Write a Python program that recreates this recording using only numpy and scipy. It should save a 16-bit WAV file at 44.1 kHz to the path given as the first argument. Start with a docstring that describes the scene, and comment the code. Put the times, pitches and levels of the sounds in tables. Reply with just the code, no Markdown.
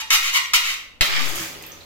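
"""A water balloon bursts

Fingers pinch a water balloon over a plastic tub in a small, hard-walled room: the wet rubber sticks,
slips and squeaks. The skin bursts with a crack and a puff of air; the water slaps onto other balloons,
sprays and runs off into the tub. A few last drops tick, and the room rings after everything."""
import sys
import numpy as np
from scipy import signal
from scipy.fft import rfft, irfft, next_fast_len
from scipy.io import wavfile
from scipy.ndimage import map_coordinates

SR = 44100
rng = np.random.default_rng(int(sys.argv[2]) if len(sys.argv) > 2 else 0)


def wrap_up_sound(samples):
    """Save the sound to the file named by the first command line argument, as 16-bit audio."""
    columns = np.atleast_2d(samples).T
    # keep every value between -1 and 1, then stretch to whole-number steps
    tamed = np.clip(columns, -1, 1)
    steps = np.round(tamed * 32767).astype(np.int16)
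    wavfile.write(sys.argv[1], SR, steps)


N = 81585

# Levels in a table are relative: they compare its rows with each other.
# A fade time is how long a sound takes to drop by 60 dB. A tone says how strong each frequency is.

# the skin tears and whips back (time [s], level [dB], fade time [s])
TEARS = [(1.0093, -4.5, 0.029), (1.0185, -12.5, 0.041), (1.031, -17.5, 0.011)]
# tone of the crack (frequency [Hz], level [dB])
CRACK_TONE = [(60, -24), (150, -20.5), (400, -15), (800, -10), (1200, -11.5), (1900, -4), (3800, -2.5),
              (5500, -9.5), (9000, -23), (15500, -19)]
# finger strokes on the rubber (time [s], length [s], rise [s], level [dB], slip rate [Hz],
# pitch glide [octaves], roughness [0-1], treble [dB], ring of the skin at the slip rate [dB])
STROKES = [(0.0, 0.017, 0.00067, -27.5, 850, 0.043, 0.77, 0.5, 9),
           (.1033, .0032, .0002, -14.5, 2200, 0, .8, 2, 0),
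           (0.11, 0.011, 0.00024, -15.5, 810, 0.018, 0.77, -1.5, 7),
           (0.123, 0.034, 0.0021, -17, 1255, -0.02, .45, 7.5, 3.5),
           (0.217, .08, 0.02, -23.5, 1150, .1, .7, -0.5, -2.5),
           (.321, .056, .034, -18.5, 1065, .02, .55, 2, 2),
           (0.434, .025, .01, -31.5, 1300, -0.0093, .8, -12, -3),
           (.5343, .008, .0002, -12.5, 1390, 0, .65, 1, 5),
           (0.543, 0.0218, 0.0007, -15.5, 1410, -.05, .65, 3.5, -12),
           (0.61, 0.098, 0.047, -23, 1330, 0.052, .65, -3.5, -4.5),
           (0.705, 0.039, 0.0078, -32.5, 1240, -0.0024, .6, 3.5, 4)]
# tone of the stretched rubber (frequency [Hz], level [dB])
SKIN_TONE = [(180, -75), (300, -27), (526, -33.5), (680, -22.5), (800, -15.5), (1050, -6.5), (1400, -9),
             (1650, -11), (2000, 1), (2350, -2.5), (3200, -6), (4000, -8.5), (4900, -10), (7370, -12.5),
             (8990, -22), (11300, -19), (15500, -23)]
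# pitches at which the rubber rings (frequency [Hz], width [Hz], level [dB])
SKIN_RINGS = [(1910, 72, -1), (2200, 84, -22), (2310, 16, -2), (2440, 25, -4), (2836, 59, 9.5),
              (3130, 37, -6), (3770, 110, 7), (4000, 42, -2), (5795, 110, 7.5), (6650, 160, -7)]
# tone of water striking the balloons (frequency [Hz], level [dB])
SLAP_TONE = [(240, -32), (400, -8.5), (453, -26.5), (870, -12), (1420, -10), (1940, -3), (2720, -1),
             (4670, -2), (8000, -14), (10400, -38), (17600, -120)]
# its loudness over time (time [s], level [dB])
SLAP_LEVELS = [(1.07, -18.5), (1.09, -25.5), (1.162, -21.5), (1.32, -33), (1.398, -32), (1.406, -30),
               (1.512, -43.5), (1.6, -43.5)]
# tone of the fine spray (frequency [Hz], level [dB])
SPRAY_TONE = [(2500, -33), (5000, -11), (6600, -0.5), (8800, -10.5), (11000, -4.5), (14000, -5.5),
              (16000, -4)]
# its loudness over time (time [s], level [dB])
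SPRAY_LEVELS = [(1.07, -24.5), (1.082, -39.5), (1.302, -33.5), (1.34, -39.5), (1.358, -30.5),
                (1.388, -34.5), (1.404, -31.5), (1.6, -54)]
# tone of water moving in the tub (frequency [Hz], level [dB])
SLOSH_TONE = [(25, -16), (60, -18), (120, -2.5), (200, -10), (260, -0.5), (350, 1), (600, -3.5), (900, 3.5),
              (1600, -15.5)]
# its loudness over time (time [s], level [dB])
SLOSH_LEVELS = [(1.08, -57), (1.164, -38), (1.41, -39.5), (1.85, -52)]
# single drops on tight rubber (time [s], level [dB], pitch [Hz], width [octaves], fade time [s])
LAST_DROPS = [(1.3577, -22.5, 11400, 1.2, 0.013), (1.625, -25, 11100, 2.2, 0.0042),
              (1.637, -30.5, 2070, 0.43, 0.014), (1.6654, -28.5, 13800, 0.22, 0.012),
              (1.7185, -38, 5990, 0.16, 0.037), (1.806, -41, 3900, 0.13, 0.033),
              (1.83, -45, 4030, 0.073, 0.021)]
# big air pockets in the tub (time [s], level [dB], pitch [Hz])
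AIR_POCKETS = [(1.2, -36, 249), (1.32, -37.5, 356.5), (1.395, -33, 324.7), (1.615, -50, 315)]
# low notes at which the tub and room ring (pitch [Hz], level [dB])
BOOM_NOTES = [(86.1, -54), (156.1, -55), (204.6, -78), (242.2, -59), (323.0, -55), (409.1, -77),
              (495.3, -59), (570.6, -53.5), (683.7, -60.5)]
# slow swings of air pressure (time [s], width [s], left [amplitude], right [amplitude])
AIR_SWAYS = [(.15, .03, -0.025, -.02), (.26, 0.069, 0.026, 0.018), (0.562, 0.015, -0.016, -0.018),
             (.68, 0.052, 0.012, .015), (1.16, 0.077, -0.046, 0.054), (1.25, 0.097, -.11, -0.023)]
# tone of the room's rumble (frequency [Hz], level [dB])
RUMBLE_TONE = [(25, 13), (60, 6), (90, -4), (150, -2.5), (330, -2), (600, -3.5), (2000, -12.5),
               (8000, -25.5), (16000, -33)]
# how long the room echoes (frequency [Hz], fade time [s])
ECHO_FADES = [(100, 0.3), (500, 0.34), (1300, 0.51), (3500, 0.53), (9000, 0.36), (15000, 0.43)]
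# how alike left and right sound (frequency [Hz], likeness [0-1])
LIKENESS = [(60, 0.2), (250, 0.79), (500, 0.56), (1000, 0.041), (15000, 0.075)]

POP_S = TEARS[0][0]
LEAD_MS = 0.094  # the balloon is left of centre, so the left microphone hears it first


def pop():
    """The skin rips with a sharp snap and a few quick cracks, and pushes air mostly to the left."""
    snap_s, puff_rise_s, puff_fall_s = 0.00024, 0.001, 0.011
    t = since(POP_S)
    rip = sum(amp(db) * burst(start, fade_s) for start, db, fade_s in TEARS)
    crack = coloured(rip, tone(CRACK_TONE))
    snap = amp(-7) * (t > 0) * (1 - t / snap_s) * np.exp(-t / snap_s)  # the first pressure spike
    puff = amp(-7) * (1 - np.exp(-t / puff_rise_s)) * np.exp(-t / puff_fall_s)
    return room(snap + crack, echo_db=3.5, lead_ms=LEAD_MS) + np.outer([1, -0.25], puff)


def squeaks():
    """Each stroke is a fast run of slips that rings the rubber; the rougher, the more uneven it is."""
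    release_s, treble_hz, ring_width_hz, wander_octaves = 0.0052, 5000, 300, 0.27
    rubbing = np.zeros(N)
    for start, length, rise, db, slip_hz, glide, rough, treble_db, ring_db in STROKES:
        t = since(start)
        bend = glide * (np.minimum(t / length, 1) - 0.5)
        rate = slip_hz * 2 ** (bend + wander_octaves * rough * wobble(170.37))
        phase = 2 * np.pi * np.cumsum(rate) / SR
        slips = unit(sum(np.cos(k * phase) * (k * rate < SR / 2) for k in range(1, 16)))
        scrape = unit(rng.standard_normal(N) * (1 + np.cos(phase)))  # a hiss with each slip
        stroke = np.sqrt(1 - rough) * slips + np.sqrt(rough) * scrape
        treble = lambda hz: treble_db * hz ** 2 / (hz ** 2 + treble_hz ** 2)
        stroke = filtered(stroke, lambda hz: amp(treble(hz) + ring_db * peak(hz, slip_hz, ring_width_hz)))
        loudness = np.minimum(t / rise, 1) * np.exp(-since(start + length) / release_s)
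        rubbing += amp(db) * stroke * loudness
    rings = lambda hz: sum(amp(db - 5.5) * peak(hz, centre, width) for centre, width, db in SKIN_RINGS)
    skin = coloured(rubbing, lambda hz: tone(SKIN_TONE)(hz) * (1 + rings(hz)))
    return room(skin, echo_db=2.5, lead_ms=LEAD_MS)


def splash():
    """Water slaps the balloons, breaks into fine spray and sloshes in the tub, on both sides."""
    rise_s, trickle_s = 0.12, 1.574  # after trickle_s only a fading trickle is left
    slap = water(SLAP_TONE, hiss=0.5, count=2500, hz=2393, octaves=1.73,
                 cycles=2.95, scatter_db=4, chirp=0.028, samples=600)
    spray = water(SPRAY_TONE, hiss=0.55, count=3000, hz=8600, octaves=1,
                  cycles=2.1, scatter_db=2, chirp=0.0085, samples=120)
    slosh = water(SLOSH_TONE, hiss=3, count=400, hz=474, octaves=1.34,
                  cycles=3.4, scatter_db=6, chirp=0.02, samples=2000)
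    level_db = lambda rows: np.interp(since(0), *np.transpose(rows))
    slap *= amp(level_db(SLAP_LEVELS) - 30 * since(trickle_s))
    spray *= amp(level_db(SPRAY_LEVELS) + 1 - 19 * since(trickle_s))
    slosh *= amp(level_db(SLOSH_LEVELS) - 2)
    swell = np.minimum(since(POP_S) / rise_s, 1)
    return room((slap + spray + slosh) * swell, echo_db=0)


def water(tone_rows, hiss, **droplet_settings):
    """A steady stereo rush of water: droplets plus hiss, shaped to one tone."""
    rush = lambda: droplets(**droplet_settings) + hiss * rng.standard_normal(N)
    pair = np.array([coloured(rush(), tone(tone_rows)) for _ in range(2)])
    return unit(spread(pair))


def droplets(count, hz, octaves, cycles, scatter_db, chirp, samples):
    """A steady patter of tiny droplets and bubbles, each ringing briefly as its pitch rises."""
    when, height, softness = rng.random((count, 3)).T[:, :, None]
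    pitch = hz * 2 ** (octaves * (2 * height - 1))
    age = pitch * np.arange(samples) / SR / cycles  # reaches 1 after about `cycles` swings
    strength = amp(-scatter_db * np.log(0.034 + softness))  # many soft ones, a few loud
    fade = np.exp(-age) * np.linspace(1, 0, samples)
    pings = strength * fade * np.sin(2 * np.pi * cycles * age * (1 + chirp * age))
    places = (when * N).astype(int) + np.arange(samples)
    return unit(np.bincount(places.ravel(), pings.ravel(), N)[:N])  # add each ping at its place


def drops():
    """Stray drops tick on the balloons, each a short band of noise."""
    ticks = np.zeros(N)
    for start, db, pitch, octaves, fade_s in LAST_DROPS:
        band = lambda hz: 1 / (1 + (np.log2((hz + 1) / pitch) / octaves) ** 2)
        ticks += amp(db) * coloured(burst(start, fade_s), band)
    return room(ticks, echo_db=5.5)


def gulps():
    """Trapped air rings low under the falling water."""
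    ring = lambda t, hz: swell_and_fade(t, rise_s=0.012, fade_s=0.41) * np.sin(2 * np.pi * hz * t)
    return sum(amp(db) * ring(since(start), hz) for start, db, hz in AIR_POCKETS)


def boom():
    """The weight of the water sets the low notes of the tub and room ringing."""
    t = since(1.08)
    swell = swell_and_fade(t, rise_s=0.21, fade_s=2.4)
    ring = sum(amp(db + 1.8 * wobble(6.99)) * np.sin(2 * np.pi * hz * t + 0.64 * wobble(9.2))
               for hz, db in BOOM_NOTES)
    return amp(5) * ring * swell / swell.max()


def sway():
    """Air moved by the hands and the falling water presses slowly on each microphone."""
    return sum(np.outer([left, right], np.exp(-((since(0) - time) / width) ** 2))
               for time, width, left, right in AIR_SWAYS)


def background():
    """The room rumbles faintly, and one of its low notes hums all the time."""
    hum_hz = 90.5
    hum = amp(-62 + 0.67 * wobble(5.1)) * np.sin(2 * np.pi * hum_hz * since(0) + 0.5 * wobble(4.8))
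    rumble = filtered(spread(rng.standard_normal((2, N))), tone(RUMBLE_TONE))
    return hum + amp(-53.5) * unit(rumble)


def room(x, echo_db, lead_ms=0):
    """The direct sound, quick bounces off the tub and the longer echo of the hard walls."""
    bounce_db, bounce_s = -1, 0.0025
    hz, t, bands = signal.stft(rng.standard_normal((2, SR)), SR, nperseg=256)
    bands = bands / 1000 ** (t / along(ECHO_FADES, hz)[:, None])  # each band fades at its own speed
    tail = signal.istft(bands, SR, nperseg=256)[1][:, :SR]
    bounces = rng.standard_normal((2, SR)) * np.exp(-np.arange(SR) / SR / bounce_s)
    echo = spread(amp(echo_db) * tail / np.linalg.norm(tail[0])
                  + amp(bounce_db) * bounces / np.linalg.norm(bounces[0]))
    # left comes lead_ms before right
    direct = filtered(x, lambda hz: np.exp(1j * np.pi * np.outer([1, -1], hz) * lead_ms / 1000))
    return (direct + signal.fftconvolve(direct, echo, axes=1)[:, :N]) / np.sqrt(2)


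def spread(pair):
    """Mix two unrelated signals into a left and right that are alike only in the bass."""
    angle = lambda hz: np.arccos(along(LIKENESS, hz)) / 2
    mid, side = filtered(pair, lambda hz: np.array([np.cos(angle(hz)), np.sin(angle(hz))]))
    return np.array([mid + side, mid - side])


def amp(db):
    """Turn decibels into a number to multiply by."""
    return 10 ** (np.asarray(db) / 20)


def unit(x):
    """Scale a signal to an average power of 1."""
    return x / np.sqrt(np.mean(x ** 2) + 1e-20)


def since(start):
    """Seconds since the start, zero before it."""
    return np.maximum(np.arange(N) / SR - start, 0)


def burst(start, fade_s):
    """Noise that starts suddenly and dies away."""
    t = since(start)
    return rng.standard_normal(N) * (t > 0) / 1000 ** (t / fade_s)


def swell_and_fade(t, rise_s, fade_s):
    """A loudness curve that grows and then dies away."""
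    return (1 - np.exp(-t / rise_s)) / 1000 ** (t / fade_s)


def wobble(rate):
    """A smooth curve through `rate` random values a second."""
    return map_coordinates(rng.standard_normal(4096), [np.arange(N) * rate / SR], mode="wrap")


def along(rows, hz):
    """Read between the rows of a (frequency, value) table, with octaves evenly spaced."""
    frequencies, values = np.transpose(rows)
    return np.interp(np.log(hz + 1), np.log(frequencies + 1), values)


def tone(rows):
    """Turn a tone table into a gain for any frequency."""
    return lambda hz: amp(along(rows, hz))


def peak(hz, centre, width):
    """A bump of height 1 around one frequency."""
    return 1 / (1 + (2 * (hz - centre) / width) ** 2)


def filtered(x, gain):
    """Multiply each frequency in x by gain(hz)."""
    size = next_fast_len(N + SR // 2)
    return irfft(rfft(x, size) * gain(np.fft.rfftfreq(size, 1 / SR)), size)[..., :N]


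def coloured(x, gain, size=4096):
    """Give x a tone, using a filter of energy 1 that rings only after each sound, never before."""
    log_gain = np.log(np.maximum(gain(np.fft.rfftfreq(size, 1 / SR)), 1e-6))
    cepstrum = irfft(log_gain)  # the tone laid out in time; its late half is folded onto the early half
    cepstrum[1:size // 2] *= 2
    cepstrum[size // 2 + 1:] = 0
    ring = irfft(np.exp(rfft(cepstrum)))
    return signal.fftconvolve(x, ring / np.linalg.norm(ring))[:len(x)]


def scene():
    """Squeaks, pop and water in one room, with the water a little to the right."""
    lean_right = amp([[-0.5], [0.5]])
    return squeaks() + pop() + (splash() + drops()) * lean_right + boom() + gulps() + sway() + background()


def record(dry):
    """Round off the loudest peaks and cut away the very highest treble."""
    ceiling, hardness, top_hz = 0.97, 6, 15900
    rounded = dry / (1 + np.abs(dry / ceiling) ** hardness) ** (1 / hardness)
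    return filtered(rounded, lambda hz: 1 / (1 + (hz / top_hz) ** 120))


dry = scene()
out = record(dry)
wrap_up_sound(out)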